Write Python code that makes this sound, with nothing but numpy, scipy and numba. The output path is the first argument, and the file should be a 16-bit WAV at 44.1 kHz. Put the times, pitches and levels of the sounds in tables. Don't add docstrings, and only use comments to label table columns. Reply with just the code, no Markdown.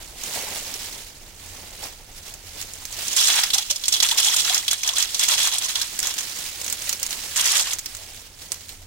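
import sys
import numpy as np
from scipy import signal
from scipy.fft import rfft, irfft
from scipy.io import wavfile
from scipy.ndimage import uniform_filter1d
from numba import njit

SR = 44100
rng = np.random.default_rng(int(sys.argv[2]) if len(sys.argv) > 2 else 0)


def transcribe(signal):
    frames = np.atleast_2d(signal).T
    limited = np.clip(frames, -1, 1)
    pcm = np.round(limited * 32767).astype(np.int16)
    wavfile.write(sys.argv[1], SR, pcm)


N = 390726

# (time [s], length [s], rattle level [dB], water level against the rattle [dB])
HANDFULS = [(3.161, 0.13, -12, -16.5), (3.279, 0.13, -15, -6.5), (3.426, 0.0098, -17.5, -3),
            (3.529, 0.024, -18, -11), (3.576, 0.0076, -16.5, -26), (3.695, 0.011, -16.5, -33),
            (3.88, 0.008, -22, -47), (3.92, 0.033, -13.5, -23), (4.022, 0.019, -9, -11),
            (4.062, 0.068, -19, -17), (4.121, 0.035, -25, -1.5), (4.172, 0.031, -11, -15.5),
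            (4.225, 0.11, -14.5, -13.5), (4.36, 0.046, -14, -20), (4.442, 0.13, -18.5, -6.5),
            (4.705, 0.028, -19.5, -7.5), (4.827, 0.088, -31, 0), (4.954, 0.084, -18.5, -12.5),
            (5.14, 0.033, -30, -24), (5.193, 0.058, -17.5, -10), (5.28, 0.072, -16.5, -6),
            (5.372, 0.1, -16, -9.5), (5.513, 0.042, -18.5, -10), (5.607, 0.052, -21.5, -12.5),
            (5.68, 0.028, -22.5, -11), (5.749, 0.082, -25, -5), (6.025, 0.083, -23.5, -8.5),
            (6.177, 0.015, -23, -8.5), (7.356, 0.1, -17, -10), (7.454, 0.11, -16, -8.5),
            (7.552, 0.056, -14, -11), (7.61, 0.12, -23.5, -7)]
# (time [s], rattle level [dB])
TRICKLE = [(2.9, -73), (3.1, -28), (3.7, -33.5), (4.3, -29.5), (5.0, -30.5), (5.6, -31), (6.0, -39),
           (7.0, -66)]
# (time [s], level before make-up gain [dB], ring [Hz])
CLACKS = [(3.081, -20, 7060), (3.131, -19.5, 7500), (3.3246, -21, 6950), (3.383, -18, 3360),
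          (3.4348, -9, 5270), (3.503, -15.5, 3580), (3.5357, -9.5, 4180), (3.5436, -9, 6050),
          (3.583, -9.5, 5600), (3.6236, -22, 4130), (3.7098, -12, 5800), (3.7602, -19, 5250),
          (3.838, -18, 4100), (3.8555, -18.5, 5000), (3.8814, -8, 7360), (3.9256, -11, 6250),
          (3.939, -10, 4140), (4.002, -7.5, 3900), (4.0273, -9.5, 5100), (4.088, -12, 4350),
          (4.1129, -11, 3320), (4.1826, -11, 5250), (4.2467, -10, 5920), (4.284, -11, 3460),
          (4.343, -13, 7900), (4.364, -12, 7750), (4.496, -12.5, 3550), (4.5452, -9, 5600),
          (4.578, -13.5, 5920), (4.6808, -10, 3540), (4.712, -11, 6450), (4.731, -13.5, 8100),
          (4.833, -16, 6030), (4.846, -19, 3620), (4.8635, -21, 3400), (4.8757, -12, 6150),
          (4.8896, -11, 3500), (4.9347, -22, 6370), (4.968, -18, 3430), (4.9825, -11.5, 7100),
          (5.005, -15.5, 3970), (5.025, -11, 5170), (5.1455, -13, 5150), (5.1938, -13.5, 7300),
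          (5.204, -22, 7600), (5.2302, -14.5, 3150), (5.2354, -11, 7600), (5.286, -10, 7550),
          (5.316, -12, 3730), (5.337, -11.5, 2850), (5.4, -13.5, 3100), (5.4299, -17, 7600),
          (5.4725, -12.5, 7460), (5.583, -13, 8440), (5.6453, -18, 6090), (5.657, -21, 6900),
          (5.687, -21, 6830), (5.7563, -13.5, 3860), (5.8156, -13.5, 4720), (7.375, -15.5, 7300),
          (7.395, -14, 3330), (7.4102, -14, 7360), (7.457, -11, 7300), (7.518, -12, 8100),
          (7.569, -14, 7490), (7.709, -19, 3870)]
# (time [s], level before make-up gain [dB], pitch a quarter of the way through [Hz])
PLOPS = [(3.556, -27, 804), (3.584, -29, 1280), (3.588, -30.5, 816), (3.708, -34, 570), (4.029, -22, 920),
         (4.111, -19, 1980), (4.117, -22, 935), (4.272, -26, 874), (4.324, -19, 1950), (4.34, -24, 1390),
         (4.478, -22, 1400), (4.5, -23.5, 756), (4.632, -25, 2030), (4.833, -17, 2340), (4.889, -33.5, 733),
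         (4.934, -28, 1080), (4.973, -26, 1480), (5.24, -16, 2200), (5.812, -25, 1640), (6.878, -28, 2030),
         (7.601, -32, 1470), (7.535, -23, 1260), (7.66, -19, 2980), (7.724, -22, 2240)]
# (frequency [Hz], width [Hz], relative level [dB])
BOWL_RINGS = [(3397, 65, 7.5), (3940, 370, 4), (5440, 210, -4.5)]
# (time [s], ring level before a fixed 5 dB cut [dB])
HEAP_DAMPING = [(4.5, 1.5), (5.8, 0), (7.4, -7)]
# (frequency [Hz], relative level per Hz [dB])
SHELL_COLOUR = [(290, -56), (500, -19), (868, -11), (1570, -14.5), (3390, -1.5), (3750, -7.5), (6420, -1),
                (13100, -8), (14700, -12), (16000, -14)]
# (frequency [Hz], relative level per Hz [dB])
SLAP_COLOUR = [(300, -14), (700, -5.5), (2000, 4), (4000, 0.0)]
# (time [s], rustle level [dB])
HANDLING = [(0.0, -36), (0.13, -44.5), (0.25, -29.5), (0.89, -30.5), (1.17, -43.5), (1.37, -46),
            (1.45, -39.5), (1.75, -40), (2.03, -46), (2.44, -44.5), (2.91, -35.5), (3.0, -25.5),
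            (3.48, -25.5), (3.8, -34), (3.98, -26), (4.63, -25.5), (4.8, -34.5), (5.1, -27), (5.87, -29),
            (6.42, -26.5), (6.59, -30.5), (6.93, -27), (6.98, -36), (7.04, -28), (7.33, -27.5),
            (7.78, -33.5), (8.17, -36), (8.35, -45.5), (8.85, -62)]
# (time of the crest [s], level [dB])
TUGS = [(0.36, -25), (0.41, -29.5), (0.56, -26), (1.61, -51), (1.84, -30.5), (2.18, -39.5), (2.28, -36.5),
        (2.49, -38), (2.61, -31), (2.81, -46), (6.06, -37), (6.2, -37), (6.71, -30), (6.899, -24.5),
        (7.02, -32), (7.12, -27), (8.42, -36), (8.54, -35), (8.61, -37.5), (8.698, -35.5), (8.82, -44.5)]
# (time [s], level before make-up gain [dB], ring [Hz])
SNAPS = [(0.2368, -23.5, 6660), (0.351, -25, 8440), (0.5923, -27, 7080), (0.7405, -22.5, 5560),
         (0.832, -35, 7000), (0.847, -34, 6000), (1.839, -28, 5700), (2.3398, -30.5, 6900),
         (2.6143, -24, 6830), (2.6252, -26, 6900), (2.736, -29, 7340), (2.8532, -24.5, 6460),
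         (2.9224, -33, 7560), (2.9273, -26.5, 6400), (5.9907, -12, 7800), (6.002, -18, 7170),
         (6.029, -13, 5850), (6.0712, -13, 7240), (6.1404, -20, 7540), (6.1863, -16, 6760),
         (6.2078, -20, 6650), (6.388, -23, 7040), (6.615, -21, 6840), (6.6443, -22, 7390),
         (6.664, -19.5, 6330), (6.6797, -19, 6140), (6.6998, -19, 7500), (6.726, -12, 7540),
         (6.8213, -21, 6960), (6.8937, -11.5, 7200), (6.928, -11.5, 6140), (6.998, -24, 7500),
         (7.0298, -10.5, 6260), (7.0652, -17, 7440), (7.108, -19, 6640), (7.1288, -18, 3900),
         (7.7334, -11.5, 6850), (7.786, -20, 6130), (7.7912, -18.5, 7150), (7.8594, -16.5, 5260),
         (7.9498, -24.5, 7600), (7.9684, -28, 7670), (8.519, -13.5, 8200), (8.543, -27, 6100),
         (8.692, -28, 3830)]
# (time [s], level at a rustle of -36.5 dB [dB])
LOAD_THUDS = [(0.3, -43.5), (0.55, -42), (0.8, -48.5), (1.6, -42.5), (2.3, -45.5), (4.0, -55), (6.5, -50),
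              (8.8, -47.5)]
# (frequency [Hz], relative level per Hz [dB])
FILM_COLOUR = [(710, -12.5), (1200, -7), (2230, -1), (2730, -3), (3430, -4), (6580, -3.5), (14800, -8),
               (16000, -2.5)]
# (frequency [Hz], relative level per Hz [dB])
THUD_COLOUR = [(100, -4), (250, -5), (600, -2.5), (900, -1), (1400, -8.5), (2200, 0), (4000, -10.5)]
# (frequency [Hz], relative level per Hz [dB])
ROOM_COLOUR = [(12, -17), (20, 9), (86, -3), (234, -14), (359, -14), (445, -17.5), (933, -20.5),
               (1130, -29), (1270, -19.5), (6000, -37.5), (7800, -30), (13200, -120)]
# (frequency [Hz], relative level per Hz [dB])
HUM_COLOUR = [(70, -35), (86, 3), (96, 0.0), (115, -45.5)]
# (frequency [Hz], left minus right [dB])
PORT_BALANCE = [(60, -3), (150, -2.5), (350, 0), (700, 4.5), (1300, 4), (2400, -.5), (4400, -5), (7000, -5),
                (10500, 0), (14000, 1.5)]

CLACK_T60_S, SNAP_T60_S = 0.038, 0.044
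DAMPING_POWER = 0.15
SLAP_SPREAD_DB = 4.0
TUG_RISE_DB_S, TUG_FALL_DB_S = 212, 142
THUD_SLOPE = 0.81
TICKS_DB = -15
BAG_PAN_DB = -2
ROOM_DB, HUM_SWELL_DB = -47, 2.5
RIGHT_LAG = 4
ALIKE_HZ = 810
TOP_HZ = 15800
CEILING = 0.8


def snails():
    shell = noise(SHELL_COLOUR, lag=RIGHT_LAG)
    rattle = swarm(shell, 2450.0, 8800.0, 0.042, 2.3, 0.18, 0.68, count=6000)
    slaps = swarm(noise(SLAP_COLOUR), 430.0, 3500.0, 0.12, SLAP_SPREAD_DB, 0.98, 0.13, count=1500)

    when, chance, pitch = rng.random((800, 3)).T
    fizz_size = sizes(chance, 2.8) * (0.4 + pitch)
    fizz = bubbles(when * N / SR, fizz_size, 750 * 4.5 ** pitch, 8.6, 0.4)

    dry, wet = handfuls(tail_t60=0.16)
    rattle_gain = np.hypot(dry, undb(curve(TRICKLE, 1)))
    clacks = typed(shell, CLACKS, CLACK_T60_S, 4.4, 0.4, 0.52, crack=0.85)
    hits = rattle_gain * rattle + wet * slaps + clacks
    ring = bowl(hits)

    at, db, hz = np.transpose(PLOPS)
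    plops = bubbles(at, undb(db + 5.5), hz, 32.4, 0.31)
    water = wet * level(fizz, -9.5) + plops
    return hits + ring + np.array([water, np.roll(water, RIGHT_LAG)])


def handfuls(tail_t60):
    t, gains = np.arange(N) / SR, np.zeros((2, N))
    for at, length, db, wet_db in HANDFULS:
        on = slice(int(at * SR), int((at + length + tail_t60) * SR))
        onset = np.clip((t[on] - at) / 0.0047, 0, 1)
        tail = undb(-60 * np.maximum(t[on] - at - length, 0) / tail_t60)
        gains[:, on] = np.hypot(gains[:, on], onset * tail * undb([[db], [db + wet_db]]))
    return gains


def bowl(hits):
    ring = 0
    for hz, width_hz, db in BOWL_RINGS:
        ring = ring + undb(db) * signal.lfilter(*signal.iirpeak(hz, hz / width_hz, SR), hits)
    return undb(curve(HEAP_DAMPING, 1) - 5.0) * ring


def bag():
    film = noise(FILM_COLOUR)
    crackle = swarm(film, 2740.0, 10100.0, 0.055, 2.0, 0.12, 1.0, count=9000)
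    thuds = swarm(noise(THUD_COLOUR), 159.0, 910.0, 0.14, 4.5, 0.43, 0.65, count=1500)
    ticks = swarm(film, 5700.0, 13000.0, 0.011, 4.0, 0.4, 0.5, count=450)
    snaps = typed(film, SNAPS, SNAP_T60_S, 1.0, 0.23, 0.5, crack=2.07)

    db = rustle_db()
    thud_db = curve(LOAD_THUDS, 1) + THUD_SLOPE * (db + 36.5)
    rustle = undb(db) * (crackle + undb(TICKS_DB) * ticks)
    return rustle + undb(thud_db) * thuds + snaps


def rustle_db():
    t, power = np.arange(N) / SR, undb(2 * curve(HANDLING, 1))
    for at, db in TUGS:
        on = slice(int((at - 0.2) * SR), int((at + 0.3) * SR))
        late = t[on] - at
        slope_db = np.minimum(TUG_RISE_DB_S * late, -TUG_FALL_DB_S * late)
        power[on] += undb(2 * (db + slope_db))
    return 10 * np.log10(power)


def room():
    step = int(0.35 * SR)
    steps = np.repeat(rng.standard_normal((2, N // step + 1)), step, axis=1)
    swell = uniform_filter1d(steps, step)[:, :N]
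    hum = noise(HUM_COLOUR) * undb(-8.0 + HUM_SWELL_DB * swell[1])
    rumble = noise(ROOM_COLOUR) * undb(0.45 * swell[0])
    return level(rumble + hum, ROOM_DB)


def swarm(grit, lo_hz, hi_hz, t60, spread_db, width, broad, count):
    when, chance, pitch = rng.random((count, 3)).T
    hz = lo_hz * (hi_hz / lo_hz) ** pitch
    fall = np.full(count, t60)
    out = bursts(grit, when * N / SR, sizes(chance, spread_db), hz, fall, width, broad, 0.51, 0.4)
    return level(out, 0)


def typed(grit, rows, t60, gain_db, width, broad, crack):
    at, db, hz = np.transpose(rows)
    fall = np.clip(t60 * (5000 / hz) ** DAMPING_POWER, 0.005, 0.2)
    return bursts(grit, at, undb(db + gain_db), hz, fall, width, broad, 0.98, crack)


@njit
def bursts(grit, at, size, hz, t60, width, broad, rise, crack):
    out = np.zeros_like(grit)
    for e in range(len(at)):
        start, length = int(at[e] * SR), int(t60[e] * SR)
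        fall = np.exp(-np.log(1000) / (t60[e] * SR))
        g = np.tan(np.pi * hz[e] / SR)
        for c in range(2):
            band, low = 0., 0.
            slow, quick, tick = size[e], size[e], crack * size[e]
            for i in range(start, min(N, start + length)):
                j = (i + 7919 * e) % N
                x = grit[c, j] * (slow - quick + tick)
                v = (band + g * (x - low)) / (1 + g * (g + width))
                band, low = 2 * v - band, low + 2 * g * v
                treble = 0.5 * tick * (grit[c, j] - grit[c, j - 1])
                out[c, i] += broad * x + np.sqrt(width) * v + treble
                slow, quick, tick = slow * fall, quick * rise, tick * 0.96
    return out


@njit
def bubbles(at, size, hz, cycles, glide):
    out = np.zeros(N)
    for e in range(len(at)):
        start, n, phase = int(at[e] * SR), int(cycles * SR / hz[e]), 0.
        for i in range(min(n, N - start)):
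            phase += 2 * np.pi * hz[e] * (1 + glide * (i / n - 0.25)) / SR
            envelope = np.exp(-4. * i / n) * min(1., 8. * i / n)
            out[start + i] += size[e] * np.sin(phase) * envelope
    return out


def sizes(chance, spread_db):
    return undb(-spread_db * np.log(0.11 + chance))


def noise(points, lag=0):
    mid, side = rfft(rng.standard_normal((2, N)))
    hz = np.arange(N // 2 + 1) * SR / N
    alike = np.clip(0.13 + 0.82 / (1 + (hz / ALIKE_HZ) ** 2), 0, 0.99)
    pair = np.sqrt(1 + alike) * mid + np.sqrt(1 - alike) * side * np.array([[1], [-1]])
    left, right = level(irfft(pair * on_hz(points), N), 0)
    return np.array([left, np.roll(right, lag)])


def on_hz(points):
    hz, db = np.transpose(points)
    return undb(np.interp(np.log(np.arange(N // 2 + 1) * SR / N + 1), np.log(hz), db))


def curve(rows, column):
    rows = np.array(rows)
    return np.interp(np.arange(N) / SR, rows[:, 0], rows[:, column])


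def undb(db):
    return 10 ** (np.asarray(db) / 20)


def level(x, db):
    return x * undb(db) / np.sqrt(np.mean(x ** 2))


@njit
def follow(x, attack, release):
    y, e = np.empty(len(x)), x[0]
    for i in range(len(x)):
        e += (x[i] - e) * (attack if x[i] > e else release)
        y[i] = e
    return y


def scene():
    bag_pan = undb([[BAG_PAN_DB / 2], [-BAG_PAN_DB / 2]])
    return bag() * bag_pan + snails() + room()


def record(dry):
    tilt = np.sqrt(on_hz(PORT_BALANCE))
    heard = irfft(rfft(dry) * np.array([tilt, 1 / tilt]), N)
    loud = follow(np.abs(heard).mean(axis=0), 1 / (0.0046 * SR), 1 / (0.3 * SR))
    heard = heard * np.minimum(1, (undb(-34) / (loud + 1e-9)) ** 0.21)
    rounded = CEILING * np.tanh(heard / CEILING)
    top_cut = signal.ellip(12, 0.2, 100, TOP_HZ, fs=SR, output="sos")
    return signal.sosfilt(top_cut, rounded)


dry = scene()
out = record(dry)
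transcribe(out)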